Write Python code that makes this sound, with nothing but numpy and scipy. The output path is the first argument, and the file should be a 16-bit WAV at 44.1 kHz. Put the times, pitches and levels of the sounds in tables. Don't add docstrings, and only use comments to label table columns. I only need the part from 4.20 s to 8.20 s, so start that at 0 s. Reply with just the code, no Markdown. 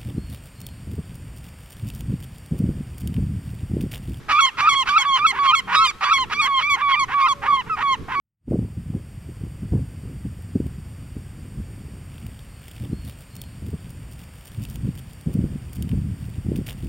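import sys
import numpy as np
from scipy import signal
from scipy.fft import rfft, irfft
from scipy.io import wavfile
from scipy.ndimage import map_coordinates

SR = 44100
rng = np.random.default_rng(int(sys.argv[2]) if len(sys.argv) > 2 else 0)


def unload_wav(signal):
    wavfile.write(
        sys.argv[1],
        SR,
        np.round(np.clip(np.atleast_2d(signal).T, -1, 1) * 32767).astype(np.int16),
    )


N = 176400

# rasp_start_s, tone_start_s, end_s, pitch_hz, rasp_db, tone_db, extra_h2_db, extra_h3_db, extra_upper_db
FALLING_CRIES = [ (0.082, 0.127, .303, 1107, -25.5, -24, 10, 8.5, 6.5),
                 (0.419, .47, .642, 1113, -28, -19, 1.5, 2, 4.5),
                 (0.763, 0.853, .988, 1094, -29, -16, -0.5, 0, 1.5),
                 (1.118, 1.189, 1.33, 1099, -26, -14.5, -2, -5, -4),
                 (1.471, 1.549, 1.68, 1099, -20.5, -17.5, 3, 1, 2),
                 (1.805, 1.897, 2.052, 1078, -24.5, -20, -2, -5.5, 2),
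                 (2.213, 2.277, 2.415, 1090, -26.5, -17.5, 1, -1, -4),
                 (2.554, 2.616, 2.763, 1119, -26.5, -15.5, 5, -3.5, -14.5),
                 (2.878, 2.941, 3.086, 1104, -25, -14.5, 0.5, -13.5, -19.5),
                 (3.215, 3.271, 3.421, 1083, -23.5, -21, 3, -7, -7.5),
                 (3.246, 3.278, 3.375, 1138, -30, -12.5, -11.5, -14.5, -9.5),
                 (3.454, 3.498, 3.565, 1275, -38.5, -19.5, 0, -30.5, -9.5),
                 (3.563, 3.626, 3.758, 1100, -24, -16.5, 0.5, -7, -5),
                 (3.879, 3.951, 4.09, 1091, -25, -18.5, 5.5, -10, -1)]
# hoarse_db, wail_extra_h2_db, wail_extra_upper_db, fall_extra_h2_db, fall_extra_upper_db
YELPING_CALLS = [ (0.122, .207, .268, 1191, 1378, 1103, -17, -15.5, -8.5, -21.5, -32, 5, 1.5, -6.5, -5.5),
                 (0.409, 0.491, .55, 1194, 1335, 1099, -17.5, -15.5, -8, -27.5, -34, 5, 4, 2, 1),
                 (0.693, 0.781, .838, 1181, 1349, 1098, -20, -16.5, -7.5, -28, -30.5, 3, 5.5, 3.5, 0.5),
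                 (0.989, 1.066, 1.122, 1192, 1349, 1096, -22.5, -18.5, -7.5, -29, -50, 4.5, 2.5, 5, 2),
                 (1.266, 1.351, 1.407, 1196, 1360, 1092, -22, -19.5, -9, -29.5, -43, 6, 5, 3.5, 2.5),
                 (1.557, 1.651, 1.712, 1297, 1330, 1212, -16.5, -15, -16, -28, -42, -3, 13.5, 0, 0),
                 (1.845, 1.932, 1.988, 1170, 1356, 1109, -18, -20, -9.5, -27.5, -36, 6, 13, 4.5, 0),
                 (2.136, 2.214, 2.276, 1160, 1230, 1103, -21, -30.5, -15, -25, -40, 18, 19.5, 0.5, -4.5),
                 (2.423, 2.498, 2.562, 1147, 1210, 1131, -23.5, -28, -23, -20.5, -48.5, 21, 19, -2, -10),
                 (2.718, 2.794, 2.85, 1156, 1199, 1104, -24.5, -24.5, -17.5, -19.5, -47, 12.5, 12, -9, -12),
                 (3.014, 3.085, 3.138, 1214, 1378, 1128, -27, -19, -18, -18, -41, 5, 9.5, -21, -14)]
CRY_CONTOUR = [(0, 1.055), (.6, .985), (.78, .965), (.9, .92), (1, 0.73)]
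WAIL_CONTOUR = [(.25, .968), (1, 1.035)]
FALL_CONTOUR = [(0, 1.025), (.6, .985), (.8, .95), (1, 0.868)]
ONSET_DB = [-3, -20, -22, -30, -44.5, -41.5, -46.5]
OPEN_BEAK_DB = [-2.5, -11.5, -4, -18, -31, -28.5, -28, -39.5, -37.5, -34.5, -38]
LATE_WAIL_DB = [0, -12, -36, -39, -42, -53.5]
FALL_DB = [0, 2.5, 1.5, -7.5, -14.5, -11.5, -14.5, -31, -26, -23.5, -25.5]
# frequency_hz, relative_db
CRY_FORMANTS = [(300, -28), (720, -17), (1000, 7), (1400, 3.5), (2100, 0), (3400, -9.5), (4400, -22),
                (14000, -44)]
YELP_FORMANTS = [(300, -45.5), (720, -15), (1350, 7), (1850, -6), (2750, -1), (3400, -11.5), (5400, -17.5),
                 (7300, -27), (14000, -45)]
# frequency_hz, left_minus_right_db, left_lead_rad
PORT_RESPONSE = [(1150, -2.2, -.7), (2200, -2, -.7), (4200, -6, -1.8), (5400, -3, -1), (6500, 8, -2.4),
                 (7700, -4, -3.2), (12000, 1, -4.4)]
# middle_s, pitch_hz, level_db
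FAR_HOOTS = [(1.17, 389.5, -53), (1.5, 188.6, -48.5), (3.2, 565, -51)]
# frequency_hz, relative_db
WIND_SPECTRUM = [(124, -3.5), (295, -10), (450, -10), (600, -28.5), (1320, -100)]
AIR_SPECTRUM = [(500, -24.5), (1300, -16), (14000, -41.5)]
# time_s, level_db
WIND_RISE = [(2.5, -46), (4.0, -40)]

HARMONICS, ROLL_OFF_DB, VOICE_TOP_HZ = len(FALL_DB), -6, 12200
CRY_RISE_S, CRY_FADE_S, WAIL_RISE_S, FALL_FADE_S = .008, .03, .024, .019
LIFT_S, YELP_S, FLIP_S = .016, .019, .006
YELP_ARCH = .532
YELP_DULL_DB = (-2.5, -14.5)
JITTER, JITTER_ENDS, JITTER_HZ, WOBBLE_DB, WOBBLE_HZ = .0055, .011, 346, 3.5, 30
HALF_PITCH_DB, HALF_PITCH_DECAY_S = -21, .025
CRY_HOARSE_DB, HOARSE_FADE_DB = -57, -20.5
CRY_BASE_HZ, CRY_SCATTER, CRY_SWELL_DB = (463.6, 564.3), (.11, .04), -7
YELP_BASE_HZ, YELP_SCATTER, YELP_SWELL_DB = (506.8, 633.6), (.2, .14), -15
YELP_RASP_S, RASP_EDGE_S = .041, .0076
RASP_NOISE, RASP_CLIMB, RASP_WANDER = .18, .2, .04
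LURCH_HZ, LUMP_HZ, LUMP_DEPTH = 150, 110, .18
CROAK_S, CROAK_DB, CROAK_BASE_HZ = .011, -15, 403.94
PORT_SPREAD = .085
NEAR_DB, NEAR_T60_S, TAIL_DB, TAIL_T60_S, WALL_S, WALL_DB = -11, .015, -27.5, .6, .16, -33.5
GUST_DB, GUST_HZ, AIR_DB, NOISE_CORRELATION = 2.8, 10, -49.5, .68
BAND_LIMIT_HZ = 14500


def falling_cries():
    out = np.zeros(N)
    for start_s, lock_s, end_s, pitch_hz, rasp_db, tone_db, *extra_db in FALLING_CRIES:
        add(out, *rasp(start_s, lock_s, rasp_db, CRY_BASE_HZ, CRY_SCATTER, CRY_FORMANTS, CRY_SWELL_DB))
        progress, envelope = section(lock_s, end_s, CRY_RISE_S, CRY_FADE_S)
        beak = ramp(progress)[:, None]
        levels_db = tone_db + (1 - beak) * roll_off(ONSET_DB) + beak * OPEN_BEAK_DB + boost(*extra_db)
        hz = pitch_hz * curve(CRY_CONTOUR, progress)
        add(out, lock_s - CRY_RISE_S / 2, envelope * tone(hz, levels_db, CRY_HOARSE_DB))
        add(out, *croak(end_s, rasp_db, CRY_FORMANTS))
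    return out


def yelping_calls():
    out = np.zeros(N)
    for (lock_s, drop_s, end_s, wail_hz, yelp_hz, fall_hz, rasp_db, wail_db, yelp_db, fall_db,
         hoarse_db, wail_h2_db, wail_upper_db, fall_h2_db, fall_upper_db) in YELPING_CALLS:
        start_s, lift_s = lock_s - YELP_RASP_S, drop_s - YELP_S
        add(out, *rasp(start_s, lock_s, rasp_db, YELP_BASE_HZ, YELP_SCATTER,
                       YELP_FORMANTS, YELP_SWELL_DB))
        progress, envelope = section(lock_s, end_s, WAIL_RISE_S, FALL_FADE_S)
        t = lock_s + progress * (end_s - lock_s)
        spans_s = [(lock_s, lift_s), (lift_s, drop_s), (drop_s, end_s)]
        wail, yelp, fall = (np.clip((t - a) / (b - a), 0, 1) for a, b in spans_s)
        up, down = ramp((t - lift_s) / LIFT_S + .5), ramp((t - drop_s) / FLIP_S + .5)
        shares = [1 - up, up * (1 - down), up * down]
        pitches_hz = [wail_hz * curve(WAIL_CONTOUR, wail),
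                      yelp_hz - YELP_ARCH * (yelp_hz - wail_hz) * (2 * yelp - 1) ** 2,
                      fall_hz * curve(FALL_CONTOUR, fall)]
        push = ramp(wail)[:, None]
        bright_db = boost(wail_h2_db, wail_upper_db)
        spectra_db = [
            wail_db + (1 - push) * roll_off(ONSET_DB) + push * roll_off(LATE_WAIL_DB) + bright_db,
            yelp_db + roll_off(ONSET_DB) + bright_db + boost(*YELP_DULL_DB),
            fall_db + np.array(FALL_DB) + boost(fall_h2_db, fall_upper_db)]
        gains = sum(share[:, None] * amp(db) for share, db in zip(shares, spectra_db))
        hz = sum(share * pitch for share, pitch in zip(shares, pitches_hz))
        add(out, lock_s - WAIL_RISE_S / 2, envelope * tone(hz, 20 * np.log10(gains), hoarse_db))
        add(out, *croak(end_s, rasp_db, YELP_FORMANTS))
    return out


def tone(hz, levels_db, hoarse_db):
    n = len(hz)
    progress = np.linspace(0, 1, n)
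    shake = JITTER + JITTER_ENDS * (2 * progress - 1) ** 4
    phase = 2 * np.pi * np.cumsum(hz * (1 + shake * drift(n, JITTER_HZ))) / SR
    gains = amp(levels_db) / (1 + (np.outer(hz, np.arange(HARMONICS) + 1) / VOICE_TOP_HZ) ** 20)
    voice = sum(gain * amp(WOBBLE_DB * min(k / 2, 1) * drift(n, WOBBLE_HZ)) * np.cos((k + 1) * phase)
                for k, gain in enumerate(gains.T))
    half_pitch = sum(np.cos((k + .5) * phase) / k ** 2 for k in range(1, 5))
    voice += gains[:, 0] * amp(HALF_PITCH_DB) * np.exp(-np.arange(n) / SR / HALF_PITCH_DECAY_S) * half_pitch
    puffs = np.diff(rng.standard_normal(n) * (1 + np.cos(phase)), prepend=0)
    hoarse = amp(hoarse_db + HOARSE_FADE_DB * progress) * throat(puffs, YELP_FORMANTS)
    return np.sqrt(2) * voice + hoarse


def rasp(start_s, end_s, level_db, base_hz, scatter, formants, swell_db):
    t = np.arange(0, end_s - start_s + RASP_EDGE_S, 1 / SR)
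    n, progress = len(t), np.minimum(t / (end_s - start_s), 1)
    lurch = np.interp(progress, [0, 1], scatter) * drift(n, LURCH_HZ)
    cycles = np.cumsum(np.interp(progress, [0, 1], base_hz) * (1 + lurch)) / SR
    pulses = unit(np.diff(np.floor(cycles), prepend=0)) + RASP_NOISE * rng.standard_normal(n)
    voice = throat(pulses * np.exp(LUMP_DEPTH * drift(n, LUMP_HZ)), formants)
    tension = 1 - RASP_CLIMB * (1 - progress) + RASP_WANDER * drift(n, LUMP_HZ / 2)
    voice = map_coordinates(voice, [np.cumsum(tension)], mode="mirror")
    envelope = ramp(t / RASP_EDGE_S) * ramp((t[-1] - t) / RASP_EDGE_S)
    return start_s, amp(level_db + swell_db * (1 - progress) ** 2) * envelope * voice


def croak(end_s, rasp_db, formants):
    base_hz = (CROAK_BASE_HZ, CROAK_BASE_HZ)
    return rasp(end_s - CROAK_S, end_s, rasp_db + CROAK_DB, base_hz, YELP_SCATTER, formants, swell_db=0)


def throat(drive, formants, size=2048):
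    log_gain = np.log(amp(spectrum(formants, abs(np.fft.fftfreq(size, 1 / SR)))))
    ring = np.fft.ifft(np.exp(np.conj(signal.hilbert(log_gain)))).real
    return unit(signal.fftconvolve(drive, ring)[:len(drive)])


def ports(bird, side):
    hz = np.fft.rfftfreq(2 * N, 1 / SR)
    lead_rad = (1 + side * PORT_SPREAD) * spectrum(PORT_RESPONSE, hz, column=2)
    left = amp(spectrum(PORT_RESPONSE, hz) / 2) * np.exp(.5j * lead_rad)
    rms_gain = np.sqrt((abs(left) ** 2 + abs(left) ** -2) / 2)
    return irfft(rfft(bird, 2 * N) * np.array([left, 1 / left]) / rms_gain)[:, :N]


def harbour(calls):
    t = np.arange(SR) / SR
    response = np.zeros((2, SR))
    for channel in response:
        for db, t60_s in [(NEAR_DB, NEAR_T60_S), (TAIL_DB, TAIL_T60_S)]:
            decay = unit(rng.standard_normal(SR) * np.exp(-np.log(1000) * t / t60_s))
            add(channel, .004, amp(db) * decay / np.sqrt(SR))
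        add(channel, WALL_S, amp([WALL_DB]))
    return signal.fftconvolve(calls[None], response, axes=1)[:, :N]


def wind():
    gust_band = np.exp(-(np.fft.rfftfreq(N, 1 / SR) / GUST_HZ) ** 2)
    gusts = unit(irfft(rfft(rng.standard_normal(N)) * gust_band, N))
    level_db = curve(WIND_RISE, np.arange(N) / SR) + GUST_DB * gusts
    return noise(WIND_SPECTRUM) * amp(level_db) * amp([[-1], [1]])


def hoots():
    length_s, sag = .3, .097
    out, position = np.zeros(N), np.linspace(-.5, .5, int(length_s * SR))
    for middle_s, hz, db in FAR_HOOTS:
        phase = 2 * np.pi * np.cumsum(hz * (1 - sag * position)) / SR
        add(out, middle_s - length_s / 2, 2 * amp(db) * np.cos(np.pi * position) ** 2 * np.sin(phase))
    return out


def air():
    return amp(AIR_DB) * noise(AIR_SPECTRUM)


def noise(colour):
    left, other = rfft(rng.standard_normal((2, N)))
    right = NOISE_CORRELATION * left + np.sqrt(1 - NOISE_CORRELATION ** 2) * other
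    return unit(irfft(np.array([left, right]) * amp(spectrum(colour, np.fft.rfftfreq(N, 1 / SR))), N))


def section(start_s, end_s, rise_s, fade_s):
    t = np.arange(-rise_s / 2, end_s - start_s + FLIP_S / 2, 1 / SR)
    return np.clip(t / (end_s - start_s), 0, 1), ramp(t / rise_s + .5) * ramp((t[-1] - t) / fade_s)


def roll_off(levels_db):
    k, last = np.arange(HARMONICS), len(levels_db) - 1
    return np.array(levels_db)[np.minimum(k, last)] + ROLL_OFF_DB * np.maximum(k - last, 0)


def boost(*overtones_db):
    return np.pad([0, *overtones_db], (0, HARMONICS - 1 - len(overtones_db)), "edge")


def drift(n, cutoff_hz):
    hz = np.fft.rfftfreq(2 ** 14, 1 / SR)
    return np.resize(unit(irfft(rfft(rng.standard_normal(2 ** 14)) / (1 + (hz / cutoff_hz) ** 4))), n)


def spectrum(points, hz, column=1):
    table = np.transpose(points)
    return np.interp(np.log(hz + 1), np.log(table[0] + 1), table[column])


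def curve(points, x):
    return np.interp(x, *np.transpose(points))


def ramp(x):
    return np.sin(np.pi / 2 * np.clip(x, 0, 1)) ** 2


def amp(db):
    return 10 ** (np.asarray(db) / 20)


def unit(x):
    return x / np.sqrt(np.mean(x ** 2) + 1e-20)


def add(mix, start_s, sound):
    part = mix[max(round(start_s * SR), 0):][:len(sound)]
    part += sound[:len(part)]


def scene():
    cries, yelps = falling_cries(), yelping_calls()
    gulls = ports(cries, side=-1) + ports(yelps, side=1)
    return gulls + harbour(cries + yelps) + wind() + hoots() + air()


def record(dry):
    lowpass = signal.firwin(511, BAND_LIMIT_HZ, window=("kaiser", 9), fs=SR)
    return signal.oaconvolve(dry, lowpass[None], "same")


dry = scene()
out = record(dry)
unload_wav(out)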